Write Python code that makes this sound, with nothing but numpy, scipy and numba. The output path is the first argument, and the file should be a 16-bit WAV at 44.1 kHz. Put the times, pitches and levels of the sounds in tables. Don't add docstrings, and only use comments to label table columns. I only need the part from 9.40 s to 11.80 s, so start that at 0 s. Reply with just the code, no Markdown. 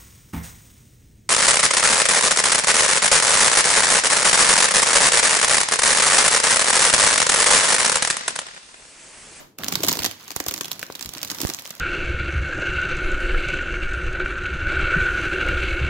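import sys
import numpy as np
from scipy import signal
from scipy.fft import rfft, irfft
from scipy.io import wavfile
from numba import njit

SR = 44100
rng = np.random.default_rng(int(sys.argv[2]) if len(sys.argv) > 2 else 0)


def boost_factor(decibels):
    exponent = np.asarray(decibels, float) / 20
    return 10 ** exponent


def bounce(signal):
    frames = np.transpose(np.atleast_2d(signal))
    limited = np.clip(frames, -1, 1)
    pcm = np.round(limited * 32767).astype(np.int16)
    wavfile.write(sys.argv[1], SR, pcm)


N = 105840

LEAN_DB = -3
CLUSTER_S = .001


def colour(x, points):
    hz, db = np.array(points, float).T
    bins_hz = np.maximum(np.arange(1025) * SR / 2048, 1)
    log_gain = np.interp(np.log(bins_hz), np.log(hz), db) * np.log(10) / 20
    cepstrum = irfft(log_gain)
    cepstrum[1:1024] *= 2
    cepstrum[1025:] = 0
    answer = irfft(np.exp(rfft(cepstrum)))
    return signal.fftconvolve(x, answer[None], axes=1)[:, :N]


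@njit
def ring(rows):
    out = np.zeros((2, N))
    for s, hz, cycles, size, pan_db, lag_s in rows:
        turn_and_decay = np.exp((2j * np.pi - 1 / cycles) * hz / SR)
        for ear in range(2):
            side = .5 - ear
            start = max(int((s + side * lag_s) * SR), 0)
            end = min(N, start + int(7 * cycles * SR / hz))
            z = size * 10 ** (side * pan_db / 20) + 0j
            for k in range(start, end):
                z *= turn_and_decay
                out[ear, k] += z.imag
    return out


def cluster(s, db, hz, pan_db, spread_oct, cycles, length_s, count):
    u = rng.random((len(s), count, 3))
    z = rng.standard_normal((len(s), count, 4))

    def column(values):
        return np.asarray(values, float)[:, None] + np.zeros((len(s), count))

    shift = 2 ** (spread_oct * z[..., 0].clip(-2, 2))
    delay = -length_s * np.log((1 - u[..., 0]) * (1 - u[..., 2])) / 2
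    pitch = np.clip(column(hz) * shift, 60, 16500)
    decay = cycles * (.5 + u[..., 1])
    share = z[..., 1] * np.sqrt(shift / np.sum(z[..., 1] ** 2, 1, keepdims=True))
    pan = column(pan_db) + 2 * z[..., 2]
    port_lag = .00015 * z[..., 3]
    rows = (column(s) + delay, pitch, decay, boost_factor(column(db)) * share, pan, port_lag)
    return np.stack(rows, -1).reshape(-1, 6)


def still_air():
    air_tone = [
        (40, -34),
        (100, -9),
        (200, -5.5),
        (450, -12),
        (16000, -97),
    ]
    air = rng.standard_normal((1, N)) + 0.22 * rng.standard_normal((2, N))
    air = colour(air, air_tone)
    return boost_factor(-58) * air / np.sqrt(np.mean(air ** 2))


def room(x):
    t60_s, tail_db, earlier_db, top_hz = 0.35, -14.5, -40, 7100
    t = np.arange(N) / SR
    tail = rng.standard_normal((4, N)) * boost_factor(-60 * t / t60_s)
    tail = signal.sosfilt(signal.butter(1, top_hz, fs=SR, output="sos"), tail)
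    answer = tail[:2] * np.clip(t / 0.0022, 0, 1)
    answer = answer / np.sqrt(np.sum(answer ** 2, 1, keepdims=True))
    wet = boost_factor(tail_db) * signal.fftconvolve(x, answer, axes=1)[:, :N]
    earlier = boost_factor(earlier_db) * colour(tail[2:], [(600, 15.5), (5000, -1.5)])
    return wet + earlier


def microphone(x):
    mic_tone = [
        (500, -6),
        (1200, -2.5),
        (2600, -1),
        (6770, 4),
        (8860, -2),
        (14800, 7.5),
        (15800, 2),
        (16100, -23),
    ]
    return colour(x, mic_tone)


def puffs():
    air_pushes = [
        (.6, -19, 0.0036, 31),
        (.965, -16.5, 0.0018, -40),
        (1.003, -28, 0.0021, -3),
        (1.085, -17, 0.0037, -30),
        (1.655, -28.5, 0.0052, 0),
        (1.672, -28, 0.015, 0),
        (1.69, -31, 0.014, 1),
        (2.0501, -2.5, 0.0021, -38),
    ]
    t = np.arange(N) / SR
    out = np.zeros((2, N))
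    for s, db, length_s, pan_db in air_pushes:
        since = np.clip(t - s, 0, 1)
        rise = 1 - np.exp(-since / (.05 * length_s))
        push = -rise * np.exp(-since / length_s)
        out += boost_factor(db + np.minimum([[pan_db], [-pan_db]], 0)) * push
    return signal.sosfilt(signal.butter(2, 62, "high", fs=SR, output="sos"), out)


def grip():
    grip_points = [(0, -82, -1), (.18, -95, 0), (0.184, -47.5, 10), (.4, -41, 5), (.52, -35, -4),
                   (.67, -45, 11), (.76, -57.5, -4), (.87, -50.5, -27), (1.1, -53, 10), (1.36, -54, 5.5),
                   (1.6, -54.5, -6), (1.85, -50.5, 7.5), (2.05, -37.5, -7.5), (2.25, -51, -6),
                   (2.4, -55, -11)]
    s, busy_db, slack_db = np.array(grip_points).T
    t = np.arange(N) / SR
    return np.interp(t, s, busy_db), np.interp(t, s, slack_db)


def rumble(flutter_db):
    s = np.sort(rng.random(1500)) * N / SR
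    db = flutter_db[(s * SR).astype(int)] + 1
    return ring(cluster(s, db, 0 * s + 300, 0 * s - 1.5, 1.11, 1.88, 0.00339, count=2))


def knocks():
    panel_knocks = [(0.2637, -34, 296), (.4045, -26, 343), (.448, -25.5, 340), (0.4987, -28, 220),
                    (0.5584, -31, 507), (0.616, -33, 260), (1.121, -32, 417), (.4765, -28, 200),
                    (.4858, -26.5, 674), (0.245, -32, 222), (0.4367, -23, 603), (.5705, -33.5, 251),
                    (1.5012, -28.5, 1090), (1.7613, -37, 290), (2.118, -39, 416)]
    s, db, hz = np.array(panel_knocks).T
    one_cycle = 0 * s + 1
    return ring(np.c_[s, hz, one_cycle, -boost_factor(db + 11), 0 * s, 0 * s])


def creases():
    # time [s], peak [dB], ring centre [Hz], thump over snap [dB]
    press = [(0.1862, -17, 5370, -20), (0.2443, -12, 4020, -23), (0.2829, -6.5, 4080, -19.5),
             (0.3241, -8, 3740, -13.5), (0.3549, -4, 3890, -20.5), (0.4336, -8, 5080, -9.5),
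             (0.4749, -12.5, 5700, -7.5), (0.4842, -3.5, 4220, -17), (0.4938, -5.5, 4860, -22),
             (0.5162, -11, 4800, -7.5), (0.5282, -7.5, 4800, -20), (0.5711, -18, 4070, -4),
             (0.5903, -8.5, 3430, -18.5), (0.6448, -7.5, 4080, -13), (0.6501, -4.5, 4200, -23.5),
             (0.6611, -5.5, 4280, -15.5), (0.713, -22.5, 3300, -20)]
    # the same columns, then left-right [dB]
    pinch = [(0.9056, -19, 4900, -10, 8), (0.9629, -8.5, 6100, -15.5, -5), (1.0017, -8, 6300, -11.5, -6),
             (1.0653, -14, 5200, -12, -2), (1.0843, -6.5, 6260, -29, -3.5), (1.111, -13, 4860, -14, -3),
             (1.1405, -11.5, 4610, -17, -3), (1.2101, -8, 4900, -15, 3), (1.316, -10, 5500, -24.5, -7),
             (1.4289, -12.5, 2180, -17, 0), (1.626, -16, 4800, -25, -8.5), (1.8303, -9.5, 5200, -19, -3),
             (1.9011, -12.5, 4470, -17.5, -3), (2.0035, -13, 4270, -12.5, -2),
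             (2.0156, -8, 6500, -21.5, -5.5), (2.0334, -19, 3900, -10, -11), (2.0997, -11, 3830, -15, -3)]
    # time [s], peak [dB], ring centre [Hz]
    crease_ticks = [(0.2351, -14, 2400), (0.2648, -32, 2710), (0.3376, -18, 3570), (0.4054, -18, 4000),
                    (0.4245, -21, 4070), (0.4362, -3.5, 5100), (0.4473, -9, 4850), (0.4862, -0.5, 3700),
                    (0.5543, -14, 3870), (0.6026, -17, 3450), (0.6212, -14, 2830), (0.88, -23, 4900),
                    (0.9167, -18.5, 4630), (0.9705, -30, 3440), (0.9927, -45, 3920), (1.0908, -15, 4500),
                    (1.1215, -20, 4140), (1.1622, -22, 3600), (1.1787, -16, 4540), (1.2455, -15.5, 4780),
                    (1.2554, -16.5, 3750), (1.2816, -21, 3200), (1.3309, -22.5, 5250), (1.3566, -40, 4850),
                    (1.3941, -18, 4120), (1.4156, -24, 5420), (1.5227, -28, 4900), (1.5525, -17, 3660),
                  (1.594, -20.5, 4000), (1.61, -16.5, 4700), (1.659, -16, 4500), (1.6913, -18.5, 4600),
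                  (1.736, -17.5, 4800), (1.7734, -21, 4400), (1.8192, -26, 3930), (1.8482, -16.5, 4470),
                  (1.8753, -21, 4600), (1.9068, -16.5, 5000), (1.9151, -11.5, 4660), (1.947, -18.5, 5150),
                  (1.9853, -20, 3160), (2.071, -14.5, 4400), (2.092, -15, 3230), (2.1373, -27, 6100),
                  (2.1951, -22.5, 4600), (2.3058, -17, 5100), (2.3982, -16, 3670)]
    ticks = np.array(crease_ticks)
    thump_db = np.full(len(ticks), -17)
    leaning = np.vstack([press, np.c_[ticks, thump_db]])
    return np.vstack([pinch, np.c_[leaning, np.full(len(leaning), LEAN_DB)]]).T


def cushion():
    # time [s], peak [dB], pitch [Hz]
    dull_folds = [
        (0.336, -24.5, 202),
        (0.37, -26, 162),
        (1.0653, -22, 517),
        (1.5014, -25, 420),
        (1.9173, -29.5, 289),
        (2.0334, -20, 292),
        (2.092, -25, 345),
        (2.2559, -35.5, 627),
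    ]
    s, db, _, thump_db, pan = creases()
    fold_s, fold_db, fold_hz = np.array(dull_folds).T
    db = db + thump_db
    air = cluster(s, db - 1.5, 0 * s + 267.3, pan / 3, 0.32, 2, 0.00196, count=6)
    panels = cluster(s, db + 9.5, 0 * s + 905, pan / 2, 0.74, 0.86, 0.00199, count=12)
    folds = cluster(fold_s - CLUSTER_S, fold_db + 7.5, fold_hz, 0 * fold_s - 1.5, .05, 1.4, 0.00023, count=1)
    return ring(np.vstack([air, panels, folds]))


def rustle(grip_db):
    lean = boost_factor([[LEAN_DB / 2], [-LEAN_DB / 2]])
    return boost_factor(grip_db - 3.5) * rng.standard_normal((2, N)) * lean


def crackle(grip_db):
    per_s, scatter_db, top_db = 1000, 4, -37
    u = rng.random((6000, 3))
    s = np.cumsum(-np.log(1 - u[:, 0])) / per_s
    inside = s < N / SR
    s, u = s[inside], u[inside]
    db = grip_db[(s * SR).astype(int)] - scatter_db * np.log(1 - u[:, 1]) + 8.5
    hz = 1200 * 2 ** (3.52 * u[:, 2])
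    return ring(cluster(s, np.minimum(db, top_db), hz, 0 * s + LEAN_DB, 0.89, 2.75, .0005, count=6))


def flicks():
    small_flicks = [(0.2646, -21, 3080), (0.3203, -20, 3010), (0.3442, -18, 2570), (0.4667, -9, 7640),
                    (0.5123, -10, 5960), (0.5363, -11, 3500), (0.5711, -13.5, 4630), (0.6301, -15, 3300),
                    (0.634, -9, 5690), (0.6668, -16, 4200), (0.7123, -15.5, 3500), (0.9923, -36, 5650),
                    (1.0402, -21, 5710), (1.0639, -13, 7500), (1.0814, -19, 6070), (1.1163, -23, 6840),
                    (1.1395, -9, 8150), (1.172, -24, 5290), (1.1874, -15.5, 7740), (1.2342, -18, 7600),
                    (1.312, -24, 3520), (1.3303, -21, 7490), (1.356, -32, 4930), (1.466, -24, 5460),
                    (1.5025, -29, 1310), (1.5242, -22.5, 5600), (1.5569, -19.5, 3750), (1.6476, -23, 4860),
                    (1.6592, -28, 6300), (1.7505, -21, 4140), (1.7685, -21, 2500), (1.782, -17.5, 4810),
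                    (1.7912, -24.5, 3300), (1.816, -16, 4600), (1.857, -30, 6270), (1.8833, -25, 5100),
                    (2.0122, -22, 5240), (2.0443, -16, 5730), (2.0504, -13.5, 2250), (2.058, -16, 8120),
                    (2.0816, -17, 7700), (2.0897, -16, 5000), (2.1371, -13.5, 6030), (2.1466, -11, 6100),
                    (2.1678, -23, 8080), (2.1883, -17.5, 3070), (2.1926, -21, 5000), (2.222, -23, 10050),
                    (2.252, -22.5, 7140), (2.2563, -21, 3320), (2.2625, -21, 7600), (2.2691, -26, 8010),
                    (2.276, -18, 10400), (2.294, -26, 8220), (2.3095, -22, 3500), (2.3521, -22, 10000)]
    s, db, hz = np.array(small_flicks).T
    pan = 0 * s + LEAN_DB
    tight = cluster(s, db + 4.5, hz, pan, 0.24, 0.67, .0003, count=5)
    crack = cluster(s, db - 1.5, 0 * s + 9000, pan, 0.41, 1.0, 0.0004, count=12)
    return ring(np.vstack([tight, crack]))


def snaps():
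    s, db, hz, _, pan = creases()
    early = s - .0004
    db = db - 1.5
    creak = cluster(early, db - 15.5, hz, pan, 1.1, 1.2, -.003, count=24)
    spike = cluster(s, db + 2, 1.084 * hz, pan, 0.46, 0.56, .0001, count=4)
    crack = cluster(early, db + 2, 0 * hz + 11000, pan, 0.574, 1.86, 0.00045, count=24)
    rings = cluster(early, db, hz, pan, 0.549, 2.13, CLUSTER_S, count=12)
    after = cluster(early, db + 2, 0 * hz + 5500, pan, 1.063, 1.0, 0.0043, count=80)
    return ring(np.vstack([creak, spike, crack, rings, after]))


def scene():
    grip_db, slack_db = grip()
    low = rumble(grip_db + slack_db) + knocks() + cushion()
    low = signal.sosfilt(signal.butter(4, 85, "high", fs=SR, output="sos"), low)
    foil = rustle(grip_db) + crackle(grip_db) + flicks() + snaps()
    bag = foil + low
    return still_air() + puffs() + microphone(bag + room(bag))


def top_cut(x):
    return signal.sosfilt(signal.butter(12, 16840, fs=SR, output="sos"), x)


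def record(dry):
    mix = np.tanh(dry)
    return top_cut(mix)


dry = scene()
out = record(dry)
bounce(out)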